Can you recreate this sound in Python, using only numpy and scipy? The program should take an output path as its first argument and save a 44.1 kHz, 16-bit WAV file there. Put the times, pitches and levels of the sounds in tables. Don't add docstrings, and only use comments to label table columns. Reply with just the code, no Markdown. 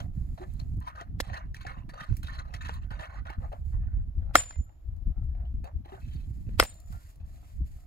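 import sys
import numpy as np
from scipy import signal
from scipy.fft import rfft, irfft, next_fast_len
from scipy.io import wavfile

SR = 44100
rng = np.random.default_rng(int(sys.argv[2]) if len(sys.argv) > 2 else 0)


def amplitude_ratio(level_db):
    exponent = np.asarray(level_db, float) / 20
    return 10 ** exponent


def generate_wav(signal):
    frames = np.transpose(np.atleast_2d(signal))
    scaled = np.clip(frames, -1, 1) * 32767
    pcm = np.round(scaled).astype(np.int16)
    wavfile.write(sys.argv[1], SR, pcm)


N = 346626

BLOW_TIMES = [
    1.2012,
    4.3541,
    6.5984,
    6.6262,
]
# peak in dB, crack in dB, crack length in seconds, scatter in dB,
# scatter decay in seconds, crushing time in seconds.
BLOWS = [
    (-17.5, -11.5, 0.0051, -40.5, 0.0085, 0.00042),
    (0.5, -10, 0.0014, -27.5, 0.024, 0.0006),
    (1, -8.5, 0.0011, -23, 0.011, 0.0003),
    (-15.5, -20, 0.00087, -21.5, 0.017, .0004),
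]
SLAM_DB = [-4.5, -3, -2.5, 1]
# pitch in Hz, t60 in seconds.
ROCK_MODES = [(300,0.027),(540,0.022),(705,0.018),(1020,0.0069),(1260,0.009),(1420,.013),(1800,0.012),(2050,0.022),(2720,.012),(3300,.01),(4200,0.014),(5200,0.036)]
ROCK_DRIVE_DB = [
    (-6.5, -1.5, -2.5, -4, -3.5, -6.5, 2.5, -2, -9, -3.5, -15, -18),
    (-18, -12.5, -5.5, -7, 0.0, -0.5, -1.5, -12, -15.5, -18.5, -28.5, -15.5),
    (-23.5, -14.5, -6.5, -5.5, -1, -2, -11, -10, -12.5, -22.5, -12.5, -14),
    (-11.5, -5, -0.5, 1.5, -2.5, -6, -6.5, -10, -19, -16, -21, -20.5),
]
HEAD_HZ = [5190, 7141, 7198, 7225, 8317, 8390, 8565, 11300, 11900, 14390]
HEAD_T60_S = [0.12, 0.3, 0.53, 0.2, .2, 0.23, 0.06, 0.35, .07, .2]
HEAD_DRIVE_DB = [
    (-56, -51, -57, -52.5, -49, -67.5, -62, -63, -48, -50),
    (-38, -36.5, -33.5, -24.5, -38.5, -40.5, -38, -61.5, -46, -47),
    (-39, -50.5, -42, -48, -42, -35.5, -34, -67, -46, -60.5),
    (-59, -48.5, -38, -45.5, -54.5, -63.5, -66.5, -66.5, -68, -68),
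]
# frequency in Hz, density in dB per Hz.
CRACK_COLOUR = [(2000, -7.5), (3000, -0.5), (4500, 2.5), (6200, 2), (8400, -8), (9600, -14.5),
                (11300, -3.5), (13000, -8.5), (16000, -10), (20000, -40.5)]
# frequency in Hz, density in dB per Hz.
SCATTER_COLOUR = [(150, -39), (250, 0), (348, -22), (528, 0.5), (890, -7.5), (2000, -4), (5160, -12),
                  (6590, -19), (8400, -13.5), (9900, -22.5), (11400, -17.5), (16000, -23.5)]
# frequency in Hz, gain in dB, phase in radians.
SHADOW = [(300, 4, 0.43), (750, 3.5, -1.37), (1100, 2.5, -1.22), (1800, -2, -1.4), (3000, 0.5, -0.7),
          (4200, 2.5, 2.16), (8400, 0.5, 1.41), (10960, 0, 0.5), (13300, -2.5, 3)]
# time in seconds, level in dB.
GRAZES = [
    (2.625, -73),
    (2.694, -67),
]

# time in seconds, peak in dB, pitch in Hz, bright edge in dB.
STONES = [(0.376, -59, 765, -53), (0.958, -53.5, 1590, -22), (1.013, -45, 686, -17), (1.3, -44, 730, -28),
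          (1.342, -45.5, 1780, -20), (1.545, -44.5, 1890, -9), (2.74, -53, 4250, -20),
          (1.375, -48, 1500, -20), (1.651, -44.5, 720, -38), (1.667, -43.5, 1710, -24),
          (1.567, -51.5, 2220, -19), (1.895, -55, 2000, -15), (2.168, -55.5, 2300, 9),
          (2.232, -53.5, 1280, 3.5), (2.540, -45.5, 2060, -12), (0.824, -65, 1430, -6),
          (0.876, -60, 1510, -15), (1.011, -47, 1860, -23), (1.455, -71, 1680, -27),
          (2.003, -53, 1490, -26), (2.394, -52, 2050, -15), (2.396, -69, 4050, -22),
          (2.563, -56, 1760, -22), (2.624, -49.5, 2340, -16), (2.687, -47, 1700, -13),
          (2.825, -77, 3100, -30), (2.996, -44.5, 955, -26), (3.006, -61, 2030, -14),
          (2.914, -51, 870, -16), (3.253, -63, 1390, -22), (3.302, -42.5, 846, -14.5),
          (3.42, -58, 794, -37), (3.527, -48, 820, -18), (4.965, -75, 598, 3.5), (5.24, -80.5, 485, 11.5),
          (5.35, -59.5, 730, -29), (5.643, -50, 686, -8.5), (5.858, -53.5, 810, -12.5),
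          (5.921, -71, 790, -33), (6.635, -42.5, 810, 8.5), (6.925, -60, 1330, 3), (7.158, -72, 532, 7)]
# time in seconds, peak in dB, pitch in Hz, bright edge in dB.
SLAB = [
    (0.398, -48, 366.6, -63),
    (5.441, -70.5, 341.5, -32),
    (5.857, -56.5, 359, -44.5),
    (5.922, -51, 380, -52),
]
# time in seconds, peak in dB, pitch in Hz, bright edge in dB.
KNOCKS = [
    (2.694, -34, 673, -44),
    (4.508, -44.5, 1290, -63),
    (4.559, -55, 700, -42),
    (6.491, -46, 640, -39),
]
# time in seconds, peak in dB, pitch in Hz, bright edge in dB.
SPLINTERS = [(0.537, -69, 3000, 14.5), (0.771, -74, 3000, 9), (0.803, -66, 3000, 9), (0.868, -80, 3000, 16),
             (4.694, -64, 899, -18), (4.725, -74, 1560, -11), (6.641, -63.5, 3000, 6),
             (6.656, -53, 2000, -4), (6.692, -74.5, 3000, 14), (6.697, -68, 3000, 14),
             (6.742, -73, 3000, 18), (6.802, -68.5, 3000, 15.5), (6.958, -77, 3000, 14),
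             (6.756, -79.5, 3000, 15.5), (6.861, -76, 3000, 14), (6.875, -82, 3000, 14),
             (6.911, -84, 3000, 12)]
# time in seconds, peak in dB, pitch in Hz, bright edge in dB.
FLAKES = [(4.53, -64, 2060, -50), (4.585, -84.5, 4250, -50), (4.64, -76, 11400, -50),
          (4.665, -75, 1324, -49.5), (5.31, -86, 1670, -50.5), (5.395, -89, 2700, -45),
          (5.452, -71, 3160, -46.5), (6.93, -68, 1392, -51.5)]

# start in seconds,
# length in seconds, crunch in dB, larger stones in dB above it, grit in dB above it.
SCUFFS = [(0.875, 0.021, -46, -11, -12.5), (0.95, 0.069, -48.5, -2, -11.5), (1.219, 0.15, -54, -0.5, -6),
          (1.331, 0.049, -41, -8.5, -14.5), (1.542, 0.03, -53, -10, -1.5), (1.607, 0.023, -54, -25, -2.5),
          (1.663, 0.071, -44, -10.5, -12.5), (1.75, 0.055, -60.5, 1.5, -13.5), (1.89, 0.0098, -54, -6, -4),
          (1.935, 0.079, -51.5, -5, -10), (1.998, 0.043, -41.5, -13.5, -10.5),
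          (2.06, 0.079, -62.5, -21, -1.5), (2.229, 0.042, -56.5, -4.5, 2), (2.282, 0.12, -48, -10.5, -7.5),
          (2.451, 0.11, -61, 5.5, -8), (2.537, 0.016, -49, -7, 1), (2.608, 0.15, -49, -18, -6.5),
          (2.813, 0.031, -59.5, -9, -10), (2.905, 0.071, -52, -4.5, -10), (2.99, 0.068, -43.5, -3.5, -9.5),
          (3.094, 0.097, -52, -1.5, -13.5), (3.252, 0.084, -46.5, -7.5, -15), (3.402, 0.055, -61, 8, -12.5),
          (3.518, 0.0079, -62, 21, 2),
          (0, 0.0047, -52, 8.5, 1.5), (.14, 0.12, -78, -19, -14), (0.376, 0.053, -58, 10, -4),
           (.47, 0.12, -74, -3, -1), (0.594, 0.0043, -62.5, 5.5, 7), (0.811, 0.079, -56, -14, -6.5),
           (3.721, 0.26, -66.5, -1.5, -23), (4.2, 0.19, -75.5, 10.5, -10), (4.45, 0.024, -65, -9, -11),
           (4.69, 0.007, -82, 16.5, -4), (5.342, 0.11, -84.5, 23, -12), (5.638, 0.035, -62, 13.5, -5.5),
           (5.847, 0.064, -62.5, 7, -9), (5.918, 0.046, -52.5, 3.5, -13.5), (6.0, .25, -80.5, -3, 13.5),
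           (6.467, 0.089, -69.5, -9, -3.5), (6.7, 0.097, -76.5, 9, 7), (6.919, 0.047, -63, 1, -8),
           (7.0, 0.1, -74, -17, -10), (7.2, 0.31, -76.5, 3.5, -2)]
# frequency in Hz, density in dB per Hz.
GRAVEL_COLOUR = [(240, -44), (400, -20), (814, -6), (1220, -5.5), (1730, -7), (3310, -21), (4050, -17),
                 (5110, -24.5), (7060, -20.5), (7870, -28), (16000, -46)]

# start in seconds, length in seconds, level in dB.
RUSTLES = [(0, 0.023, -65.5), (0.128, 0.61, -73), (2.122, 0.067, -68), (3.374, 0.23, -77),
           (3.643, 0.086, -70.5), (5.875, 0.95, -72.5), (6.698, 0.15, -74.5), (6.864, 0.24, -64.5),
           (7.247, 0.32, -69.5), (7.638, 0.17, -68)]
# frequency in Hz, density in dB per Hz.
GRASS_COLOUR = [(900, -19), (1850, -4.5), (3100, -11), (4600, -8), (5900, -11.5), (7300, -4.5),
                (9700, -13.5), (11200, -7), (16000, -15.5)]

# time in seconds, level in dB, exhaust pitch as a factor.
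PUTTER = [(0, -79, 1), (3.7, -84, 1), (4.2, -85.5, .85), (4.26, -71, 1.05), (4.31, -62, 1.1),
          (4.36, -69, 0.86), (4.5, -84, 1), (5.03, -98, .8), (5.1, -74.5, .9), (5.17, -69, 1.1),
          (5.23, -71, 1.02), (5.28, -88, .9), (6.7, -83.5, .9), (6.85, -69, 1), (7.0, -85, .9),
          (7.3, -79, .9), (7.43, -71.5, 1.03), (7.5, -79, .9), (7.54, -94.5, 0.83), (7.72, -100, .85),
          (7.78, -72, 1), (7.86, -73, 1)]
# pitch in Hz, t60 in seconds, level in dB.
EXHAUST_MODES = [(730, .04, 0), (1050, .025, -13), (1250, .035, -7), (1850, .025, -16)]

# start in seconds, length in seconds, rumble in dB, left over right in dB.
GUSTS = [(0, 0.34, -36.5, -6), (0.48, 0.14, -34.5, -7.5), (0.611, 0.2, -31, -2.5),
         (1.045, 0.18, -36.5, -3.5), (1.257, 0.075, -40, -8), (1.418, 0.11, -37, -3.5),
         (1.578, 0.31, -43.5, -8), (1.839, 0.05, -37.5, -10), (2.087, 0.039, -25, -9.5),
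         (2.17, 0.4, -38, -4), (2.592, 0.41, -36, -6.5), (3.155, 0.15, -38.5, -5.5),
         (3.363, 0.15, -32.5, -2), (3.574, 0.37, -33.5, -4.5), (3.751, 0.35, -31, -1),
         (4.148, 0.14, -30, 5), (4.318, 0.12, -38, -4), (4.564, 0.039, -28, -8), (4.84, 0.19, -36, 7.5),
         (5.052, 0.039, -25.5, 6), (5.154, 0.496, -33, 3.5), (5.726, 0.069, -28.5, 5),
         (6.019, 0.47, -36.5, -4.5), (6.498, 0.13, -31.5, -4.5), (6.775, .07, -53, -11),
         (6.874, 0.088, -38, -7.5), (7.195, 0.18, -40.5, 4), (7.516, 0.079, -36.5, -5),
         (7.592, 0.057, -25.5, 1), (7.686, 0.063, -36, 0.5)]
# time in seconds, flutter in dB.
FACING = [(0, -43.5), (1, -45), (2, -45.5), (3.3, -49), (4, -52.5), (4.8, -52.5), (5.5, -50.5), (6.4, -44),
          (7, -50.5), (7.86, -50)]
# frequency in Hz, density in dB per Hz.
WIND_COLOUR = [(8.8, -43), (15, -6.5), (43, 2.5), (70, 3), (125, -10), (255, -24), (334, -30), (374, -40),
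               (450, -45.5), (580, -79), (990, -120)]
# frequency in Hz, density in dB per Hz.
AIR_COLOUR = [(180, -32.5), (300, 0.5), (418, -15), (656, -9), (1010, -18), (1930, -24.5), (7300, -34.5),
              (8500, -42), (9900, -39), (11300, -29), (16000, -35.5)]


def hammer():
    out = np.zeros((2, N + SR))
    age = np.arange(SR) / SR
    clumps = drift(60)
    shards = grains(1500, spread_db=2.5)
    for s, blow, drive_db, steel_db, slam_db in zip(BLOW_TIMES, BLOWS, ROCK_DRIVE_DB, HEAD_DRIVE_DB, SLAM_DB):
        peak_db, crack_db, crack_s, scatter_db, fade_s, crush_s = blow
        start, offset = round(s * SR), round(s * SR) % SR
        noise = rng.standard_normal((4, SR))
        knock = boulder(age, noise[:2], crush_s, drive_db, slam_db)
        steel = head(age, steel_db)
        snap = amplitude_ratio(crack_db + 3) * crack(age, noise[1:3], crack_s)
        struck = ports(knock[0] + steel, knock[1], size=0, alike=.95) + snap
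        clump_db = 3 * clumps[offset:][:SR]
        debris = noise[2:] + .6 * shards[offset:][:SR]
        debris = chips(age, debris, fade_s) * amplitude_ratio(scatter_db + clump_db)
        sound = shadowed(struck) * (age < .8) + debris
        out[:, start:][:, :SR] += amplitude_ratio(peak_db) * sound
        out[:, start - 900:start] += amplitude_ratio(peak_db) * lead_in(noise[:2])
        thud = amplitude_ratio(peak_db - 21) * np.exp(-((age - .0028) / .0005) ** 2)
        out[:, start - 240:][:, :SR] += band(thud, 90, 800)
    return out[:, :N]


def boulder(age, noise, crush_s, drive_db, slam_db):
    split_hz, split_s, rough = 1200, .0008, 1.2
    crush = age / crush_s ** 2 / SR * np.exp(-age / crush_s)
    phases = rng.uniform(0, 2 * np.pi, (len(ROCK_MODES), 2, 1))
    knock = 0
    for (hz, t60), db, phase in zip(ROCK_MODES, drive_db, phases):
        late = round(split_s * SR) * (hz > split_hz)
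        texture = np.sin(2 * np.pi * hz * age + phase) + rough * noise
        knock = knock + amplitude_ratio(db) * ring(np.roll(crush, late) * texture, hz, t60)
    knock = band(knock, 200, 9000)
    slam = band(np.exp(-((age - .0006) / .00017) ** 2), 450, 3500)
    return peak_one(knock) - amplitude_ratio(slam_db) * peak_one(slam)


def head(age, steel_db):
    sag_per_s, swell_s, turn_db, rattle_db = .0145, .0066, 3, 7
    bent = age - sag_per_s * age ** 2 / 2
    turn = np.roll(drift(14), -rng.integers(N))[:SR]
    rattle = drift(120)
    steel = 0
    for k, (hz, db, t60) in enumerate(zip(HEAD_HZ, steel_db, HEAD_T60_S)):
        is_long = 7000 < hz < 7300
        sway_db = turn_db * turn if is_long else rattle_db * rattle[k * 9000:][:SR]
        steel = steel + amplitude_ratio(db - 60 * age / t60 + sway_db) * np.sin(2 * np.pi * hz * bent)
    return (1 - np.exp(-age / swell_s)) * steel


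def crack(age, noise, crack_s):
    burst = age / crack_s * np.exp(1 - (age / crack_s) ** 1.5)
    split = band(coloured(noise, CRACK_COLOUR) * burst, 1800, 17000)
    return ports(*split, size=0, alike=.85)


def chips(age, debris, fade_s):
    bright_fade = .22
    debris = rms_one(coloured(debris, SCATTER_COLOUR))
    bright = band(debris, 6000, 20000)
    debris = debris - bright * (1 - np.exp(-age / (fade_s / bright_fade)))
    near = np.exp(-age / fade_s)
    far_slope = amplitude_ratio(-26.5) * np.exp(-(age / (6.2 * fade_s)) ** 2)
    return debris * (near + far_slope) * (1 - np.exp(-age / .005))


def lead_in(noise):
    swell = rms_one(coloured(noise[:, :9000], SCATTER_COLOUR))[:, :900]
    return swell * amplitude_ratio(-32.5 + np.linspace(-16, 0, 900)) * np.linspace(0, 1, 900)


def shadowed(pair):
    hz, gain_db, phase = np.transpose(SHADOW)
    grid = np.log(np.arange(SR // 2 + 1) + 1)
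    gain_db = np.interp(grid, np.log(hz), gain_db)
    phase = np.interp(grid, np.log(hz), phase)
    return irfft(rfft(pair, SR) * [amplitude_ratio(gain_db / 2) * np.exp(1j * phase), amplitude_ratio(-gain_db / 2)], SR)


def grazes():
    s, level_db = np.transpose(GRAZES)
    clicks = np.zeros(N)
    clicks[(s * SR).astype(int)] = amplitude_ratio(level_db)
    steel = sum(ring(clicks, hz, t60) for hz, t60 in zip(HEAD_HZ[2:4], HEAD_T60_S[2:4]))
    return ports(steel, steel, size=5, alike=.7)


def stones():
    stone_cycles = 24
    kinds = [(STONES, stone_cycles, .3), (SLAB, 48, .35), (KNOCKS + SPLINTERS, 4, .03), (FLAKES, 320, .5)]
    out = np.zeros(N + SR)
    age = np.arange(SR // 8) / SR
    for rows, cycles, slide in kinds:
        dullness = amplitude_ratio(-5) * min(1, stone_cycles / cycles)
        for s, peak_db, hz, edge_db in rows:
            sound = click(age, hz, cycles, slide, dullness, edge_db)
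            out[round(s * SR):][:len(age)] += amplitude_ratio(peak_db + 11) * sound
    return ports(out[:N], np.roll(out[:N], 31), size=-20, alike=.91)


def click(age, hz, cycles, slide, dullness, edge_db):
    contact = np.exp(-age / .0018) + slide * np.exp(-age / .014)
    burst = rng.standard_normal(len(age)) * contact
    tick = band(band(burst, .6 * hz, min(3.5 * hz, 20000)), .5 * hz, min(5 * hz, 21000))
    body = peak_one(ring(burst, hz, cycles / hz)) + dullness * tick
    edge = band(burst, 4300, 21000)
    return peak_one(body) + amplitude_ratio(edge_db) * peak_one(edge)


def gravel():
    bite_s, settle_s, grit_settle_s = .00086, .025, .015
    scuffs = SCUFFS
    heavy, light = spells(scuffs, bite_s, settle_s), spells(scuffs, bite_s, grit_settle_s)
    crunch_db, stone_db, grit_db = np.transpose(scuffs)[2:]
    slip = drift(31)
    fine = coloured(grains(2000 * amplitude_ratio(5 * slip), spread_db=-.5), GRAVEL_COLOUR)
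    crunch = pebbles(1050, 3100, 63, count=14) + amplitude_ratio(-10) * rms_one(band(fine, 1400, 2000))
    stone = pebbles(540, 850, 27, count=7) + amplitude_ratio(-9) * rms_one(band(fine, 340, 1600))
    grit = pebbles(2850, 7900, 110, count=14) + amplitude_ratio(-5) * rms_one(band(fine, 2700, 8200))
    dust = band(fine, 8200, 16500)
    layers = np.array([rms_one(layer) for layer in (crunch, stone, grit, dust)])
    levels = np.array([
        summed(heavy, crunch_db),
        summed(heavy, crunch_db + stone_db),
        summed(light, crunch_db + grit_db),
        summed(light, crunch_db + grit_db - 10)])
    levels *= amplitude_ratio(2.5 * np.roll(slip, SR))
    direct = (levels * layers).sum(axis=0)
    scattered = (levels * np.roll(layers, SR, axis=1)).sum(axis=0)
    return ports(direct, scattered, size=-20, alike=.75)


def pebbles(low_hz, high_hz, cycles, count):
    contacts = grains(1100 * amplitude_ratio(3.4 * drift(45)), spread_db=-1)
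    dealt = rng.integers(0, count, N)
    pitches = np.geomspace(low_hz, high_hz, count) * rng.uniform(.87, 1.04, count)
    rings = 0
    for k, hz in enumerate(pitches):
        hits = contacts * (dealt == k) * amplitude_ratio(6 * drift(7.3))
        rings = rings + ring(hits, hz, cycles / hz)
    return rms_one(coloured(rings, GRAVEL_COLOUR))


def grass():
    near, other = coloured(rng.standard_normal((2, N)), GRASS_COLOUR) * amplitude_ratio(1.7 * drift(25))
    stirs = summed(spells(RUSTLES, rise_s=.014, fall_s=.041), np.transpose(RUSTLES)[2])
    return stirs * rms_one(ports(near, other, size=-19, alike=.6))


def wind():
    calm_db, flutter_follows = -47, .85
    shapes = spells(GUSTS, rise_s=.0076, fall_s=.018)
    level_db, pan_db = np.transpose(GUSTS)[2:]
    gusts = np.array([np.hypot(summed(shapes, level_db + side * pan_db), amplitude_ratio(calm_db)) for side in (.5, -.5)])
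    shared, own = coloured(rng.standard_normal((2, N)), WIND_COLOUR)
    pair = ports(shared, own, size=0, alike=.75) * amplitude_ratio(2.8 * drift(27))
    rumble = rms_one(signal.sosfilt(signal.butter(4, 100, fs=SR, output="sos"), pair))
    flutter_db = in_time(FACING)[0] + 3.6 * drift(35)
    flutter = rms_one(band(pair, 105, 340)) * amplitude_ratio(flutter_db) * amplitude_ratio([[-1.2], [1.2]])
    return gusts * rumble + (gusts / amplitude_ratio(-35.5)) ** flutter_follows * flutter


def engine():
    firing_hz = 59
    level_db, bend = in_time(PUTTER)
    turns = np.cumsum(firing_hz * (1 + .018 * drift(18))) / SR
    fires = np.diff(np.floor(turns), prepend=0) > 0
    fired = np.maximum.accumulate(np.arange(N) * fires)
    since = (np.arange(N) - fired) / SR
    strength = amplitude_ratio(2.5 * drift(40))[fired]
    pops = sum(amplitude_ratio(db - 60 * since / t60) * np.sin(2 * np.pi * hz * bend[fired] * since)
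               for hz, t60, db in EXHAUST_MODES)
    tone = rms_one(band(strength * pops, 390, 2200))
    return amplitude_ratio(level_db) * ports(tone, np.roll(tone, 200), size=0, alike=.92)


def air():
    return amplitude_ratio(-71) * rms_one(coloured(rng.standard_normal((2, N)), AIR_COLOUR))


def rms_one(x):
    return x / np.sqrt(np.mean(x ** 2) + 1e-20)


def peak_one(x):
    return x / np.max(np.abs(x))


def in_time(rows):
    s, *columns = np.transpose(rows)
    return [np.interp(np.arange(N) / SR, s, column) for column in columns]


def drift(rate):
    r = np.exp(-80 * np.pi * rate / SR)
    slow = signal.lfilter([1], [1, -2 * r, r * r], rng.standard_normal(N // 40 + 2002))[2000:]
    return np.interp(np.arange(N) / 40, np.arange(len(slow)), rms_one(slow))


def grains(per_s, spread_db):
    sizes = amplitude_ratio(spread_db * np.minimum(rng.exponential(1, N), 4)) * rng.choice([-1, 1], N)
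    return rms_one(sizes * (rng.random(N) < per_s / SR))


def coloured(x, spectrum):
    hz, level_db = np.transpose(spectrum)
    length = x.shape[-1]
    size = next_fast_len(length)
    grid = np.log(np.arange(size // 2 + 1) * SR / size + 1)
    gain = amplitude_ratio(np.interp(grid, np.log(hz), level_db))
    return irfft(rfft(x, size) * gain, size)[..., :length]


def band(x, low_hz, high_hz):
    return signal.sosfilt(signal.butter(2, [low_hz, high_hz], "band", fs=SR, output="sos"), x)


def ring(push, hz, t60):
    r = amplitude_ratio(-60 / (t60 * SR))
    w = 2 * np.pi * hz / SR
    return signal.lfilter([0, np.sin(w)], [1, -2 * r * np.cos(w), r * r], push + 1e-18)


def spells(rows, rise_s, fall_s):
    start, length = np.transpose(rows)[:2, :, None]
    age = np.arange(0, N + 32, 32) / SR - start
    rise = 1 - np.exp(-np.clip(age, 0, None) / rise_s)
    return rise * np.exp(-np.clip(age - length, 0, None) / fall_s)


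def summed(shapes, level_db):
    gain = np.sqrt(amplitude_ratio(level_db) ** 2 @ shapes ** 2)
    return np.interp(np.arange(N) / 32, np.arange(shapes.shape[1]), gain)


def ports(x, other, size, alike):
    alike = np.clip(alike, 0, 1)
    return np.array([np.roll(x, size), alike * x + np.sqrt(1 - alike ** 2) * other])


def scene():
    return hammer() + grazes() + stones() + gravel() + grass() + wind() + engine() + air()


def roll_off(x):
    return signal.sosfilt(signal.butter(12, 16620, fs=SR, output="sos"), x)


def record(dry):
    top = .9
    held = dry / (1 + np.abs(dry / top) ** 4) ** .25
    finished = signal.sosfilt(signal.cheby2(12, 60, 16600, fs=SR, output="sos"), held)
    return roll_off(finished)


dry = scene()
out = record(dry)
generate_wav(out)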